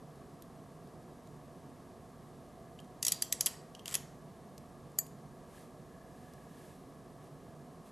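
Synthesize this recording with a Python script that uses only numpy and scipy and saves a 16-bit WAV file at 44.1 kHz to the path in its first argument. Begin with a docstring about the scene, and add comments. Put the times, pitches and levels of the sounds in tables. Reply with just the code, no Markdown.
"""A skin stapler is squeezed once on a practice pad, close to the microphone, in a small ventilated room.
Its pawl snaps over ratchet teeth, the staple is formed, and the sprung handle slides back to its stop;
each impact excites the resonances of the plastic housing. Steel forceps tick, snap shut once and ring
in their normal modes. Gloves brush the pad with a hiss of friction, and a lens motor briefly drives a
camera's body into vibration. Under it all lie resonant air noise and the camera's steady hum."""
import sys
import numpy as np
from scipy import signal
from scipy.fft import rfft, irfft
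from scipy.io import wavfile
from scipy.ndimage import uniform_filter1d

SR = 44100
rng = np.random.default_rng(int(sys.argv[2]) if len(sys.argv) > 2 else 0)


def digitize_waveform(pressure):
    """Quantize a signal to 16-bit integers and store it at the path in sys.argv[1].

    Rows of a 2-D input are taken as channels; values are limited to [-1, 1].
    """
    field = np.atleast_2d(pressure).T
    bounded = np.clip(field, -1, 1)
    quanta = np.round(bounded * 32767).astype(np.int16)
    wavfile.write(sys.argv[1], SR, quanta)


N = 348831
TIME, FREQS = np.arange(N) / SR, np.maximum(np.arange(N // 2 + 1) * SR / N, 1)
CUTOFF_HZ = 12600
ANTIPHASE = np.array([[1], [-1]])   # left, right


def from_db(db):
    """Amplitude ratio of a level in decibels."""
    return 10 ** (np.asarray(db) / 20)


def rms_one(x):
    """Normalisation to unit rms."""
    return x / np.sqrt(np.mean(x ** 2) + 1e-20)


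def at_hz(points, hz):
    """Interpolation on a logarithmic frequency axis."""
    f, value = np.transpose(points)
    return np.interp(np.log(hz), np.log(f), value)


def noise(colour_db):
    """Spectral shaping of white noise, at unit rms."""
    return rms_one(irfft(rfft(rng.standard_normal(N)) * from_db(colour_db), N))


def add(out, s, sound):
    """Superposition of a short sound at time s."""
    i = int(s * SR)
    out[i:i + len(sound)] += sound[:N - i]


def gate(start, stop, attack_s, release_s):
    """Trapezoidal envelope: it rises from the start and falls after the stop."""
    return np.clip((TIME - start) / attack_s, 0, 1) * np.clip(1 - (TIME - stop) / release_s, 0, 1)


def causal(gain):
    """Causality: the minimum-phase response with these gains never precedes the blow."""
    cepstrum = irfft(np.log(gain))
    half = len(cepstrum) // 2
    return np.exp(rfft(np.r_[cepstrum[:1], 2 * cepstrum[1:half], np.zeros(half)]))


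def chatter(envelope, passes=4):
    """Broadband excitation: tiny hard contacts under an envelope have a nearly flat spectrum."""
    burst = rng.standard_normal(len(envelope))
    for _ in range(passes):
        spectrum = rfft(envelope * np.sign(burst))
        burst = irfft(spectrum / (np.abs(spectrum) + 1e-12))
    return envelope * np.sign(burst)


def snap(body, focus, db, decay_ms, low_db, top_db, ring_hz=None, bounce_ms=0,
         bounce=0, rise_ms=.5, creep_db=-22, creep_ms=2.6, size=2048):
    """Stick-slip: a catch creeps, slips and chatters on a body; focus below 1 flattens the colour."""
    ms = np.arange(size) / SR * 1000 - 6   # time from the slip
    after = np.maximum(ms, 0)
    force = (1 - np.exp(-(after / rise_ms) ** 2)) * np.exp(-after / decay_ms)
    force = force / force.max() + from_db(creep_db) * np.exp(-np.abs(ms) / creep_ms)
    hz = np.maximum(np.arange(size // 2 + 1) * SR / size, 1)
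    tilt = at_hz([(3000, low_db), (4800, 0), (8000, 0.0038), (10200, top_db)], hz)
    ring = 6.5 / (1 + ((hz - ring_hz) / 190) ** 2) if ring_hz else 0   # the contact point favours a pitch
    response = causal((body(hz) * from_db(tilt + ring)) ** focus)
    comb = 1 + bounce * np.exp(-2j * np.pi * hz * bounce_ms / 1000)
    spectrum = rfft(chatter(force)) * response * comb
    energy = np.sum(irfft(spectrum * (hz < CUTOFF_HZ)) ** 2)
    return from_db(db) * irfft(spectrum) * np.sqrt(.006 * SR / energy)   # db is the rms over 6 ms


def lay_snaps(rows, body, focus=1, **contact):
    """Superposition of snaps: each row is the time of the slip, then snap's arguments from db on."""
    out = np.zeros(N)
    for s, *shape in rows:
        add(out, s - .006, snap(body, focus, *shape, **contact))
    return out


def struck(hits, modes, attack_s=.0003, size=8192):
    """Free vibration: each hit sets all the damped modes of a steel part ringing."""
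    t, out = np.arange(size) / SR, np.zeros(N)
    for s, db in hits:
        ringing = sum(from_db(db + level - 60 * t / t60) * np.sin(2 * np.pi * (hz * t + rng.random()))
                      for hz, level, t60 in modes)
        add(out, s, ringing * (1 - np.exp(-t / attack_s)))
    return out


# air noise and microphone hiss: f/Hz, relative level/dB
AIR_SPECTRUM = [(20, -24), (45, -9.5), (95, -7), (160, -0.5), (310, -8.5), (470, -7), (820, -16),
                (1200, -16), (1480, -28), (1900, -27), (2400, -32), (4500, -33.5), (9000, -35),
                (13000, -36)]
# duct and room resonances, plus the camera stabiliser's hum near 1.7 kHz: f/Hz, width/Hz, lift/dB
BACKGROUND_BANDS = [(147.7, 13.4, 6), (238, 26, 3.5), (271.7, 26, 4), (366.5, 16, 5.5), (556, 36, -4.5),
                    (599, 17, 3.5), (672, 48, 8.5), (733.3, 29, 9), (1110, 76, 4), (1666, 166, 6.5)]
# stereo width of the background: f/Hz, side re mid/dB
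AIR_SIDE = [(40, -9), (90, -16), (180, -19), (350, -22.5), (700, -21), (1100, -31), (1450, -23), (1700, -5),
            (2100, -31), (4000, -38), (7000, -16.5), (11000, -27.5)]
# its balance: f/Hz, left re right/dB
AIR_BALANCE = [(40, -2), (90, -5), (180, -2), (350, -0.7), (700, -1.5), (1400, 1.5), (3000, 0)]

def air_and_hum(level_db=-52.5):
    """Stationary noise: air coloured by duct and room resonances, plus the camera's steady hum."""
    bands_db = sum(db * np.exp2(-(2 * (FREQS - hz) / width) ** 2) for hz, width, db in BACKGROUND_BANDS)
    mid, side = rfft(rng.standard_normal((2, N))) * from_db(at_hz(AIR_SPECTRUM, FREQS) + bands_db)
    pair = mid + ANTIPHASE * side * from_db(at_hz(AIR_SIDE, FREQS))
    balance = from_db(ANTIPHASE * at_hz(AIR_BALANCE, FREQS) / 2)   # the bass leans to the right
    return from_db(level_db) * rms_one(irfft(pair * balance, N))


# spectrum of a light contact: f/Hz, relative level/dB
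TICK_SPECTRUM = [(300, -25), (1800, -13), (3000, -6), (4500, 0), (6000, -2.5), (8000, -1.5), (11500, 1)]

def ticks(rows, decay_ms=2.2, low_db=0.5):
    """Brief contacts radiate broadband clicks; the rows are t/s, level/dB, treble/dB."""
    snaps = [(s, db, decay_ms, low_db, top_db) for s, db, top_db in rows]
    return lay_snaps(snaps, lambda hz: from_db(at_hz(TICK_SPECTRUM, hz)))


# light touches of the tools: t/s, level/dB, treble/dB
TOUCHES = [(.422, -54.5, 3.5), (1.272, -65, -8), (2.801, -60.5, -3), (4.579, -54, -6), (5.0654, -58, 1),
           (6.3356, -62, -2)]

def tool_touches():
    """Light impacts make the tools tick."""
    return ticks(TOUCHES)


def faint_touches(per_s=.8, level_db=-70, top_db=-3):
    """A Poisson process: the handled tools tick, barely audibly, at random moments."""
    times = TIME[rng.random(N) < per_s / SR]
    return ticks([(s, level_db, top_db) for s in times if s > .01])


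# slips of the return spring: t/s, ping level/dB, tick level/dB
SPRING_SLIPS = [(2.7894, -38.5, -64), (3.7495, -40, -53), (3.7937, -41, -58), (3.8573, -36, -57)]
# its modes: f/Hz, relative level/dB, T60/s
SPRING_MODES = [(3060, -4, 0.018), (3220, -15, 0.066), (2850, -10, 0.025)]

def return_spring(top_db=-12):
    """Impulse excitation: the spring shifts on its seat, ticks and rings in its modes."""
    pings = struck([(s, ping_db) for s, ping_db, _ in SPRING_SLIPS], SPRING_MODES)
    return pings + ticks([(s, tick_db, top_db) for s, _, tick_db in SPRING_SLIPS])


# resonances of the stapler's housing: f/Hz, width/Hz, level/dB
HOUSING_MODES = [(3250, 220, -5.5), (4840, 310, -1.5), (5660, 60, -2.5), (6400, 190, -6), (7100, 1050, -2),
                 (7800, 110, 0), (8120, 91, -2), (9300, 240, -7), (9970, 110, 1), (10330, 130, -7),
                 (10800, 470, 2.5), (11560, 130, 0), (11940, 240, -0.5), (12440, 170, -2)]
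# its broad response beneath them: f/Hz, level/dB
SHELL_RESPONSE = [(40, -40), (200, -16.5), (500, -20.5), (1100, -18), (1500, -25), (1850, -12), (2300, -16),
                  (3000, -10.5), (3900, -10), (6000, -6.5), (8000, -3.5), (8800, -12), (10500, -18),
                  (13000, -11)]

def housing(hz, vary_db=0.5, detune=0.013):
    """Frequency response of the housing: each contact and grip excites and shifts its modes anew."""
    power = from_db(at_hz(SHELL_RESPONSE, hz)) ** 2
    for centre, width, db in HOUSING_MODES:
        shift, strength = rng.standard_normal(2)
        offset = (hz - centre * (1 + detune * shift)) / (width / 2)
        power = power + from_db(db + vary_db * strength) ** 2 / (1 + offset ** 2 / 2) ** 2
    return np.sqrt(power)


# the pawl drops over each tooth: t/s, level/dB, ring f/Hz, bounce delay/ms
RATCHET_TEETH = [(3.0267, -30, 5000, 1.1), (3.049, -29, 6500, 1.068), (3.0661, -27, 6000, 0.88),
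                 (3.081, -25.5, 5580, 0.74), (3.1198, -24.5, 4870, .892), (3.2216, -26, 4800, .67),
                 (3.3244, -25.5, 7350, 0.496), (3.408, -25, 5860, 1.25), (3.4597, -26.3, 10600, 0.51)]

def ratchet(focus, low_db=-1, bounce=0.46):
    """Comb filtering: each snap of the pawl interferes with its own bounce and sounds hollow."""
    # the load grows tooth by tooth, so the snaps get shorter and brighter
    decays_ms = np.linspace(2.8, 1.6, len(RATCHET_TEETH))
    tops_db = np.linspace(-1, 2.5, len(RATCHET_TEETH))
    rows = [(s, db, decay, low_db, top, ring_hz, bounce_ms)
            for (s, db, ring_hz, bounce_ms), decay, top in zip(RATCHET_TEETH, decays_ms, tops_db)]
    return lay_snaps(rows, housing, focus, bounce=bounce * focus, rise_ms=.55, creep_db=-19.5, creep_ms=2.4)


# the staple is formed, then returning parts hit their stops: t/s, level/dB, decay/ms, ring f/Hz
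KNOCKS = [(3.4627, -27, 2.4, 11000), (3.4675, -31, 3.4, 3300), (3.8573, -43, 0.71, 2690),
          (3.879, -39, 0.84, 7300), (3.9213, -47, 2.4, 7410), (3.9282, -46, 1.1, 4870),
          (3.9404, -31, 4.5, 7400), (3.9456, -35.5, 6, 7700), (3.9523, -27.5, 0.44, 9550)]

def knocks(focus, reference_db=-30):
    """Impacts on the housing: the harder the blow, the brighter its spectrum."""
    rows = []
    for s, db, decay_ms, ring_hz in KNOCKS:
        excess_db = db - reference_db
        low_db, top_db = 6 - 0.3 * excess_db, 4 + 0.2 * excess_db
        rows.append((s, db, decay_ms, low_db, top_db, ring_hz))
    return lay_snaps(rows, housing, focus, rise_ms=0.61)


# rasp of the handle: f/Hz, relative level/dB
SLIDE_SPECTRUM = [(600, -14), (1500, 1), (3000, -2), (5500, -3), (8000, 5), (9800, -7), (12000, -2.5)]

def handle_slide(level_db=-47.5, grain_db=4.5):
    """Sliding friction: the released handle rasps as it speeds up, runs evenly and stops."""
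    grains = from_db(grain_db * rms_one(uniform_filter1d(rng.standard_normal(N), size=90)))
    motion = gate(start=3.853, stop=3.938, attack_s=0.026, release_s=.028)
    return from_db(level_db) * motion * rms_one(grains * noise(at_hz(SLIDE_SPECTRUM, FREQS)))


def bend(x, lag_s=0.000997, fast_hz=9000):
    """Dispersion: low bending waves cross the plastic shell more slowly, so each snap sweeps down."""
    lag_cycles = lag_s * (2 * np.sqrt(fast_hz * FREQS) - FREQS)
    return irfft(rfft(x) * np.exp(-2j * np.pi * lag_cycles), N)


def stapler(snap_db=0.37, spread_focus=0.48):
    """Directivity: the direct sound, and the less coloured sound that all faces send into the room."""
    slide, spring = handle_slide(), return_spring()
    return [from_db(snap_db) * bend(ratchet(focus) + knocks(focus)) + slide + spring
            for focus in (1, spread_focus)]


# the forceps' tips meet: t/s, level/dB
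FORCEPS_HITS = [(4.9873, -14)]
# their modes: f/Hz, relative level/dB, T60/s
FORCEPS_MODES = [(720, -28, .03), (1780, -36, .09), (2396, -42, .08), (3200, -34, .02), (4610, -24, .05),
                 (6400, -21, .04), (6600, -23, .04), (6820, -19, .03), (7042, -21.5, .08),
                 (7697, -15.5, .07), (9250, -19, .025), (11050, -16, .015), (11380, -13, .025),
                 (12050, -12, .05), (12230, -12, .025)]
# the crack of steel on steel: f/Hz, relative level/dB
CRACK_SPECTRUM = [(60, -43), (800, -22), (2000, -21.5), (3800, -24), (4700, -2.5), (5600, -11.5), (7000, 1),
                  (7700, -3), (8200, -13), (9300, -2), (10600, -10), (12200, 6)]

def forceps(crack_db=-26, decay_ms=.6, top_db=2):
    """Hard impact: the tips close with a broadband crack, then ring in their normal modes."""
    rows = [(s, crack_db, decay_ms, 0, top_db) for s, _ in FORCEPS_HITS]
    crack = lay_snaps(rows, lambda hz: from_db(at_hz(CRACK_SPECTRUM, hz)), rise_ms=0.19, creep_db=-24)
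    return crack + struck(FORCEPS_HITS, FORCEPS_MODES)


# strokes of a glove on the pad: peak t/s, level/dB, half length/s
GLOVE_STROKES = [(5.58, -62, .085), (6.25, -70, 0.2), (6.64, -64, 0.15), (7.252, -68.5, .04),
                 (7.875, -65.5, .035)]
# their hiss: f/Hz, relative level/dB
GLOVE_SPECTRUM = [(600, -20), (1700, 1.5), (3000, 0), (5000, -3), (8000, -1.5), (12000, -2)]

def gloves():
    """Friction noise swells and fades with each stroke."""
    rubbing = sum(from_db(db) * np.exp(-((TIME - s) / half_s) ** 2) for s, db, half_s in GLOVE_STROKES)
    return rubbing * noise(at_hz(GLOVE_SPECTRUM, FREQS))


# the lens refocuses: start t/s, stop t/s, level at the top of a step/dB
LENS_RUNS = [(5.51, 5.6, -62), (5.886, 6.72, -64)]

def lens_motor(step_hz=30.0, step_at_s=6.215, ring_hz=1690, width_hz=130, ramp_s=0.024,
               sharpness=2.9, rough=.35, skew_rad=0.49):
    """Forced vibration: each step rings the camera body, shaking the two microphones out of phase."""
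    running = sum(from_db(db) * gate(start, stop, ramp_s, ramp_s) for start, stop, db in LENS_RUNS)
    steps = np.exp(sharpness * (np.cos(2 * np.pi * step_hz * (TIME - step_at_s)) - 1))
    ring = np.sqrt(2) * np.sin(2 * np.pi * ring_hz * TIME + skew_rad * ANTIPHASE)
    rasp = noise(-20 * np.log10(1 + ((FREQS - ring_hz) / width_hz) ** 2))
    return running * steps * (ring + rough * rasp)


# reverberation time of the room: f/Hz, T60/s
ROOM_T60 = [(500, 1), (3000, 0.4), (6000, 0.48), (12000, 0.24)]

def room(x, near_db=-15, near_t60=0.071, far_db=-16, gap_s=0.0032, side_db=-25, bands=8):
    """Reverberation: early scatter from the table and people, then a tail, shorter in the treble."""
    t = TIME[:SR * 2 // 3]
    edges, tail = np.geomspace(400, 16000, bands + 1), 0
    for low, high in zip(edges, edges[1:]):
        bandpass = signal.butter(2, [low, high], "band", fs=SR, output="sos")
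        band = signal.sosfilt(bandpass, rng.standard_normal((2, len(t))))
        tail = tail + band * from_db(-60 * t / at_hz(ROOM_T60, np.sqrt(low * high)))
    near = rng.standard_normal((2, len(t))) * from_db(-60 * t / near_t60)
    build = 1 - np.exp(-(t / gap_s) ** 2)
    response = from_db(near_db) * rms_one(near * build) + from_db(far_db) * rms_one(tail * build)
    mid, side = signal.fftconvolve(x[None], response / np.sqrt(len(t)), axes=1)[:, :N]
    return mid + from_db(side_db) * side * ANTIPHASE


def scene(tools_room_db=-5):
    """Superposition of the direct sound, the reverberant field and the background."""
    direct, spread = stapler()
    tools = forceps() + tool_touches()
    reverberant = room(spread + from_db(tools_room_db) * tools)
    return direct + tools + reverberant + gloves() + lens_motor() + air_and_hum() + faint_touches()


def record(dry):
    """Band limiting: a steep elliptic low-pass removes the highest treble."""
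    return signal.sosfilt(signal.ellip(10, .2, 75, CUTOFF_HZ, fs=SR, output="sos"), dry)


dry = scene()
out = record(dry)
digitize_waveform(out)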